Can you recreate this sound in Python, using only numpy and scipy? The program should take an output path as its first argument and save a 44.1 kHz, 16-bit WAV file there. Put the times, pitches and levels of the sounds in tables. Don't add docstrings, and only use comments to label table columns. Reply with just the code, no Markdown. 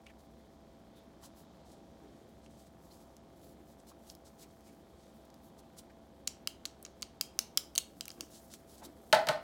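import sys
import numpy as np
from scipy import signal
from scipy.fft import rfft, irfft, next_fast_len
from scipy.io import wavfile
from scipy.ndimage import uniform_filter1d

SR = 44100
rng = np.random.default_rng(int(sys.argv[2]) if len(sys.argv) > 2 else 0)


def master_out(mix):
    frames = np.transpose(np.atleast_2d(mix))
    ceiling = np.clip(frames, -1, 1)
    pcm = np.round(ceiling * 32767).astype(np.int16)
    wavfile.write(sys.argv[1], SR, pcm)


N = 415863

# (frequency [Hz], relative density [dB])
AIR_SPECTRUM = [(18, -31), (30, -9), (55, -1), (124, -5), (184, -1.5), (287, -4.5), (415, -5), (449, -9),
                (666, -8.5), (844, -11.5), (1460, -23.5), (2400, -28.5), (2800, -31), (3150, -24.5),
                (3700, -26), (7090, -34), (16000, -53.5)]
# (frequency [Hz], half-amplitude width [Hz], rms level [dB])
ROOM_RESONANCES = [(154, 15, -75.5), (186, 19, -78), (223.2, 21.6, -67.5), (289, 33, -70.5),
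                   (339.6, 30, -71), (418, 28, -84.5), (535, 78, -71.5)]
# (frequency [Hz], rms level [dB])
MOTOR_TONES = [(66.8, -68.5), (667.3, -69), (789, -75.5)]
# (time [s], level [dB])
HAND_SHIFT = [(0.0, -81), (1.52, -82.5), (2.41, -80), (3.2, -83), (4.36, -76), (5.38, -79.5), (7.14, -83),
              (7.54, -77), (8.45, -67.5), (8.8, -81), (9.11, -69), (9.43, -74.5)]
# (nominal start [s], length [s], level at the crest [dB], top octave re level [dB])
FINGER_STROKES = [(0.04, 0.026, -74, -12), (0.186, 0.024, -71.5, -5), (0.96, 0.038, -76.5, -1),
                  (1.222, 0.045, -63, -6), (1.358, 0.064, -69, -0.5), (1.654, 0.1, -68.5, -10),
                  (2.09, 0.13, -75.5, -12), (2.42, 0.053, -71, -24), (2.504, 0.046, -72, -10),
                  (2.566, 0.068, -69, -7), (2.657, 0.026, -71, -9), (2.856, 0.2, -70, -3.5),
                  (3.366, 0.16, -71, -.6), (3.673, 0.068, -72, -2), (3.791, 0.023, -72, -14),
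                  (3.875, 0.034, -59.5, -5), (4.044, 0.079, -64, -4), (4.254, 0.035, -63, -10),
                  (4.394, 0.05, -60.5, -6), (4.504, 0.012, -68, -12), (4.62, 0.089, -68.5, -7),
                  (4.957, 0.14, -73, -17), (5.247, 0.011, -72, -1), (5.33, 0.036, -76, -4.5),
                  (5.427, 0.07, -74, 2), (5.583, 0.024, -65.5, -6), (5.773, 0.027, -57.5, -6),
                  (8.327, 0.057, -58, -10), (8.512, 0.036, -52.5, -10), (8.686, 0.065, -62.5, -3),
                  (8.78, 0.032, -65.5, -6), (8.837, 0.027, -52, -5)]
# (time [s], ring peak [dB], struck-spot ring [Hz], treble re peak [dB], hollow note re peak [dB])
PLUG_CLICKS = [(0.066, -48, 3600, -15, -6), (1.238, -50, 3100, -4, -10), (2.462, -49, 2760, -20, -8),
               (2.465, -57, 4570, -17, -21), (3.1667, -49.5, 6500, -3, -23),
               (3.8005, -53.5, 5860, -16, -23), (4.0998, -41.5, 3520, -25, -23),
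               (4.0999, -36, 5100, -30, -31), (4.151, -48.5, 5210, 2, -23), (4.608, -56, 6030, -3, -23),
               (5.302, -53, 4900, -8, -23), (5.3423, -50, 4850, -5, -23), (6.2736, -22.5, 4380, -7, -36),
               (6.2759, -17, 6860, -14, -29), (6.276, -25, 2800, -20, -18), (6.4734, -19, 4960, -6, -23.5),
               (6.474, -26, 3100, -20, -16), (6.6542, -22, 4320, -15, -20), (6.6590, -28, 6700, -21, -21),
               (6.8274, -43.5, 8300, 3, -23), (6.8507, -29.5, 6800, -20, -27), (6.853, -38, 2980, -22, -20),
               (6.863, -42, 4900, -18, -9), (7.012, -53, 8140, -2.5, -23), (7.0223, -25.5, 6900, -12, -30),
               (7.0276, -25.5, 4400, -19, -15.5), (7.2110, -16, 5080, -6, -23.5),
               (7.3902, -11.5, 5860, -7.5, -28.5), (7.574, -10.5, 5360, -6, -28.5),
               (7.5769, -20, 3240, -4, -25), (7.7531, -28, 5850, -4, -29), (7.759, -27, 4420, -4, -20),
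               (7.7788, -11.5, 6700, -7.5, -34), (7.779, -43, 1580, -22, -30), (7.78, -32, 3870, -20, -27),
               (7.785, -20.5, 6450, -7, -36), (8.0088, -23, 4840, -9, -29), (8.0552, -34, 6370, -5, -18),
               (8.0809, -34.5, 2810, 4, -23), (8.092, -39, 6200, -12, -20), (8.1036, -33.5, 4930, -22, -19),
               (8.116, -38, 6680, -13, -23), (8.2084, -22, 4750, -11, -30), (8.209, -36, 1540, -17, -30),
               (8.5385, -38, 6100, -1, -7.5), (8.7816, -46, 7800, -7, -21)]
# (frequency [Hz], relative level [dB], t60 [s])
SHELL_MODES = [(1350, 1, 0.0083), (1890, -6.5, 0.0041), (3160, -20, 0.015), (4250, -17, 0.0037),
               (6030, 4, 0.0013), (7200, -21, 0.001), (8160, -14, 0.0033)]
# (centre [s], pitch [Hz], swell half-length [s], noise rms at the centre [dB])
SOFT_BUMPS = [(0.069, 2480, 0.0059, -55), (0.088, 2750, 0.009, -65), (0.104, 2000, 0.01, -60.5),
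              (0.407, 1980, 0.017, -74), (0.985, 3600, 0.04, -70), (1.239, 1090, 0.017, -60.5),
              (4.438, 2300, 0.017, -68), (4.69, 2300, 0.024, -72.5), (2.917, 4430, 0.01, -62.5),
              (5.905, 1920, 0.0062, -60), (2.044, 320, 0.039, -60), (3.6, 320, 0.036, -59.5),
              (3.92, 1140, .008, -63), (8.182, 318, 0.005, -49), (8.205, 346, 0.0092, -48.5),
              (8.233, 314, 0.0078, -53), (8.828, 730, 0.012, -54), (8.834, 870, 0.019, -53),
              (8.874, 307, 0.033, -52)]
# (time [s], peak [dB], crack re tap [dB], thud re tap [dB])
TABLE_KNOCKS = [(9.127, -10, 3, 0), (9.131, -19.5, 3, 5), (9.143, -21, 1, 3), (9.149, -21.5, 6, 0),
                (9.161, -20, -2, 11), (9.270, -24.5, 4, 4), (9.287, -18, 7, 1), (9.292, -20.5, 4, 14),
                (9.309, -24.5, -5, 6)]
# (frequency [Hz], relative level [dB], t60 [s])
TABLE_MODES = [(128, -14, 0.062), (156, -10, 0.062), (324, -20, 0.03), (387, -23, 0.046), (623, 3, 0.054),
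               (694, 2.5, 0.042), (738, 0.5, 0.04), (810, -4.5, 0.047), (877, -3, 0.057),
               (1004, -2.5, 0.032), (1070, -7.5, 0.035), (1220, -8.5, 0.017), (1350, -8, 0.039),
               (1490, -7, 0.035), (1624, -3, 0.029), (1780, -3.5, 0.016), (1950, -0.5, 0.018),
               (2140, -9, 0.012)]
# (centre [Hz], width [Hz], relative gain [dB])
CRACK_BANDS = [(3050, 1000, 3.5), (4050, 1200, 0), (7540, 4300, -24), (11500, 5200, -36)]
# (frequency [Hz], t60 [s])
ROOM_DECAY = [(125, 0.25), (300, 0.47), (1000, 0.41), (4000, 0.28), (12000, 0.19)]

AIR_RMS_DB, HISS_TOP_HZ, PHONE_TOP_HZ = -60, 15850, 16500
FRAME_HZ, FRAME_START_S, SECOND_TICK_S = 30.005, 0.0037, 0.0121
CLICK_FADE_MS, KNOCK_FADE_MS = 0.79, 2.66
ROUGHNESS = 0.37
SPOT_RING_DB, SPOT_T60_S, SPOT_FAR_DB = 1.5, 0.0042, -12
GRIP_HZ, GRIP_DB = 630, -22
SHELL_SCATTER_DB = 8
ROOM_PATHS = 4
ECHO_S, ECHO_DB = 0.0018, -12
THUD_LAG_S = 0.00136
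ROOM_DB, ROOM_FADE_IN_S, TABLE_SEND_DB = -13.5, 0.00051, 7.5


def undb(db):
    return 10 ** (np.asarray(db) / 20)


def level(x, db):
    return x * undb(db) / np.sqrt(np.mean(x ** 2))


def peak1(x):
    return x / np.abs(x).max()


def band(x, lo_hz, hi_hz, order=2):
    sos = signal.butter(order, [lo_hz, min(hi_hz, 0.48 * SR)], "band", fs=SR, output="sos")
    return signal.sosfilt(sos, x)


def ring(x, modes):
    out = 0
    for hz, db, t60_s in modes:
        pole = np.exp(2j * np.pi * hz / SR - np.log(1000) / (t60_s * SR))
        out = out + undb(db) * signal.lfilter([1], [1, -pole], x).imag
    return out


def walk(rate_hz):
    hold = int(SR / rate_hz)
    steps = np.repeat(rng.standard_normal(N // hold + 1), hold)
    return 1.3 * uniform_filter1d(uniform_filter1d(steps, hold), hold)[:N]


def add(out, time_s, x, peak_db):
    i = int(time_s * SR)
    x = x[:N - i]
    out[i:i + len(x)] += x * undb(peak_db) / np.abs(x).max()


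def contact(noise, t, fade_ms):
    push = rfft(noise * np.exp(-t * 1000 / fade_ms))
    evened = push / np.abs(push) ** (1 - ROUGHNESS)
    return irfft(evened, len(t)) * (t < 0.02)


def room_tone(f, n):
    hz, db = np.transpose(AIR_SPECTRUM)
    shape = undb(np.interp(np.log(f), np.log(hz), db)) * (f < HISS_TOP_HZ)
    spectrum = rfft(rng.standard_normal(n)) * shape
    half_octave = 2 * np.log2(f / 30)
    out, shared = 0, walk(1.71)
    for k in range(19):
        weight = np.clip(1 - abs(half_octave - k), 0, 1)
        out = out + irfft(spectrum * weight, n)[:N] * undb(0.5 * shared + 1.1 * walk(4))
    return level(out, AIR_RMS_DB)


def resonances(f, n):
    out = 0
    for hz, width_hz, db in ROOM_RESONANCES:
        spectrum = rfft(rng.standard_normal(n)) / (1 + ((f - hz) / width_hz * 2) ** 2)
        out = out + level(irfft(spectrum, n)[:N], db)
    return out


def motor():
    out = 0
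    warped_time_s = np.cumsum(1 + 0.001347 * walk(2.506)) / SR
    for hz, db in MOTOR_TONES:
        out = out + level(np.sin(2 * np.pi * hz * warped_time_s) * undb(0.97 * walk(3.09)), db)
    return out


def air():
    n = next_fast_len(N)
    f = np.maximum(np.arange(n // 2 + 1) * SR / n, 1)
    return room_tone(f, n) + resonances(f, n) + motor()


def brush():
    t = np.arange(N) / SR
    shift = undb(np.interp(t, *np.transpose(HAND_SHIFT)))
    low = high = 0
    for start_s, length_s, db, top_db in FINGER_STROKES:
        swell = np.exp(-np.abs((t - start_s) / (0.62 * length_s) - 0.85) ** 2.2)
        low = low + undb(db) * swell
        high = high + undb(db + top_db) * swell
    slips = rng.standard_normal((2, N)) * undb(1.36 * walk(260) + 2.1 * walk(50))
    rub = low * level(band(slips[0], 3300, 9150, order=3), 0)
    sheen = high * level(band(slips[0], 9960, HISS_TOP_HZ, order=6), 0)
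    shell = undb(-19.5) * low * level(ring(slips[0], SHELL_MODES[:2]), 0)
    shifting = shift * level(band(slips[1], 5000, HISS_TOP_HZ, order=3), 0)
    return rub + sheen + shell + shifting


def camera():
    out = np.zeros(N)
    frame_s = FRAME_START_S + np.arange(int(N / SR * FRAME_HZ)) / FRAME_HZ
    size = rng.standard_normal((len(frame_s), 2))
    out[(frame_s * SR).astype(int)] = undb(0.8 * size[:, 0])
    out[((frame_s + SECOND_TICK_S) * SR).astype(int)] = undb(-5 + 1.5 * size[:, 1])
    body_modes = [(362, -24, 0.019), (860, 2, 0.0032), (1300, 20, 0.0012), (2150, -3, 0.001)]
    return level(band(ring(out, body_modes), 200, 2740, order=4), -75)


def clicks():
    out, t = np.zeros((1 + ROOM_PATHS, N)), np.arange(2048) / SR
    grit = rng.standard_normal((len(PLUG_CLICKS), len(t)))
    for k, (click, noise) in enumerate(zip(PLUG_CLICKS, grit)):
        time_s, peak_db, spot_hz, treble_db, hollow_db = click
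        push = contact(noise, t, CLICK_FADE_MS)
        shell = [(hz, db + SHELL_SCATTER_DB * r, t60_s)
                 for (hz, db, t60_s), r in zip(SHELL_MODES, noise[::-1])]
        treble = band(push, 9000, 16500, order=3)
        hollow = band(ring(push, shell[:2]), 1000, 2600)
        grip = band(push, GRIP_HZ * 0.48, GRIP_HZ * 2.5)
        near, far = out[0], out[1 + k % ROOM_PATHS]
        for heard, spot_db in ((near, SPOT_RING_DB), (far, SPOT_RING_DB + SPOT_FAR_DB)):
            rings = ring(push, [(spot_hz, spot_db, SPOT_T60_S)] + shell[2:])
            add(heard, time_s, band(rings, min(2800, spot_hz * 0.81), 8700), peak_db)
            add(heard, time_s, treble, peak_db + treble_db)
            add(heard, time_s, hollow, peak_db + hollow_db)
            add(heard, time_s, grip, peak_db + GRIP_DB)
    return out + undb(ECHO_DB) * np.roll(out, int(ECHO_S * SR), axis=1)


def bumps():
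    out, t = np.zeros(N), np.arange(N) / SR
    for centre_s, hz, length_s, db in SOFT_BUMPS:
        thud = band(rng.standard_normal(N), hz * 0.915, hz * 1.065, order=1)
        out += level(thud, db) * np.exp(-((t - centre_s) / length_s) ** 2)
    return out


def knocks():
    out, t = np.zeros(N), np.arange(12000) / SR
    grit = rng.standard_normal((len(TABLE_KNOCKS), len(t)))
    for (time_s, peak_db, crack_db, thud_db), noise in zip(TABLE_KNOCKS, grit):
        push = contact(noise, t, KNOCK_FADE_MS)
        tap = thud = 0
        for k, (hz, db, t60_s) in enumerate(TABLE_MODES):
            mode = (hz * (1 + 0.0062 * noise[-31 - k]), db + 2.1 * noise[-1 - k], t60_s)
            swing = (-1) ** k * ring(push, [mode])
            if hz < 1200:
                thud = thud + swing
            else:
                tap = tap + swing
        thud = np.roll(band(thud, 115, 3000), int(THUD_LAG_S * SR))
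        crack = sum(undb(db) * band(push, hz - width_hz / 2, hz + width_hz / 2, order=1)
                    for hz, width_hz, db in CRACK_BANDS)
        blow = peak1(tap) + undb(thud_db) * peak1(thud) + undb(crack_db) * peak1(crack)
        add(out, time_s, blow, peak_db)
    return out


def room(x):
    t = np.arange(SR // 2) / SR
    hz, t60_s = np.transpose(ROOM_DECAY)
    tail = 0
    for centre_hz in 125 * 2.0 ** np.arange(8):
        fall = np.exp(-np.log(1000) * t / np.interp(np.log(centre_hz), np.log(hz), t60_s))
        noise = rng.standard_normal(len(t))
        tail = tail + fall * band(noise, centre_hz / 2 ** 0.5, centre_hz * 2 ** 0.5)
    tail = tail * np.clip(t / ROOM_FADE_IN_S, 0, 1) ** 2
    return undb(ROOM_DB) * signal.fftconvolve(x, tail / np.sqrt(np.sum(tail ** 2)))[:N]


def scene():
    skin = brush()
    near_clicks, *far_clicks = clicks()
    table = knocks()
    direct = near_clicks + table + skin + bumps()
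    tails = sum(map(room, far_clicks)) + room(skin + undb(TABLE_SEND_DB) * table)
    return (direct + tails + air() + camera())[None]


def record(dry):
    x = signal.sosfilt(signal.butter(2, 45, "high", fs=SR, output="sos"), dry)
    return signal.sosfilt(signal.ellip(8, 0.2, 70, PHONE_TOP_HZ, fs=SR, output="sos"), x)


dry = scene()
out = record(dry)
master_out(out)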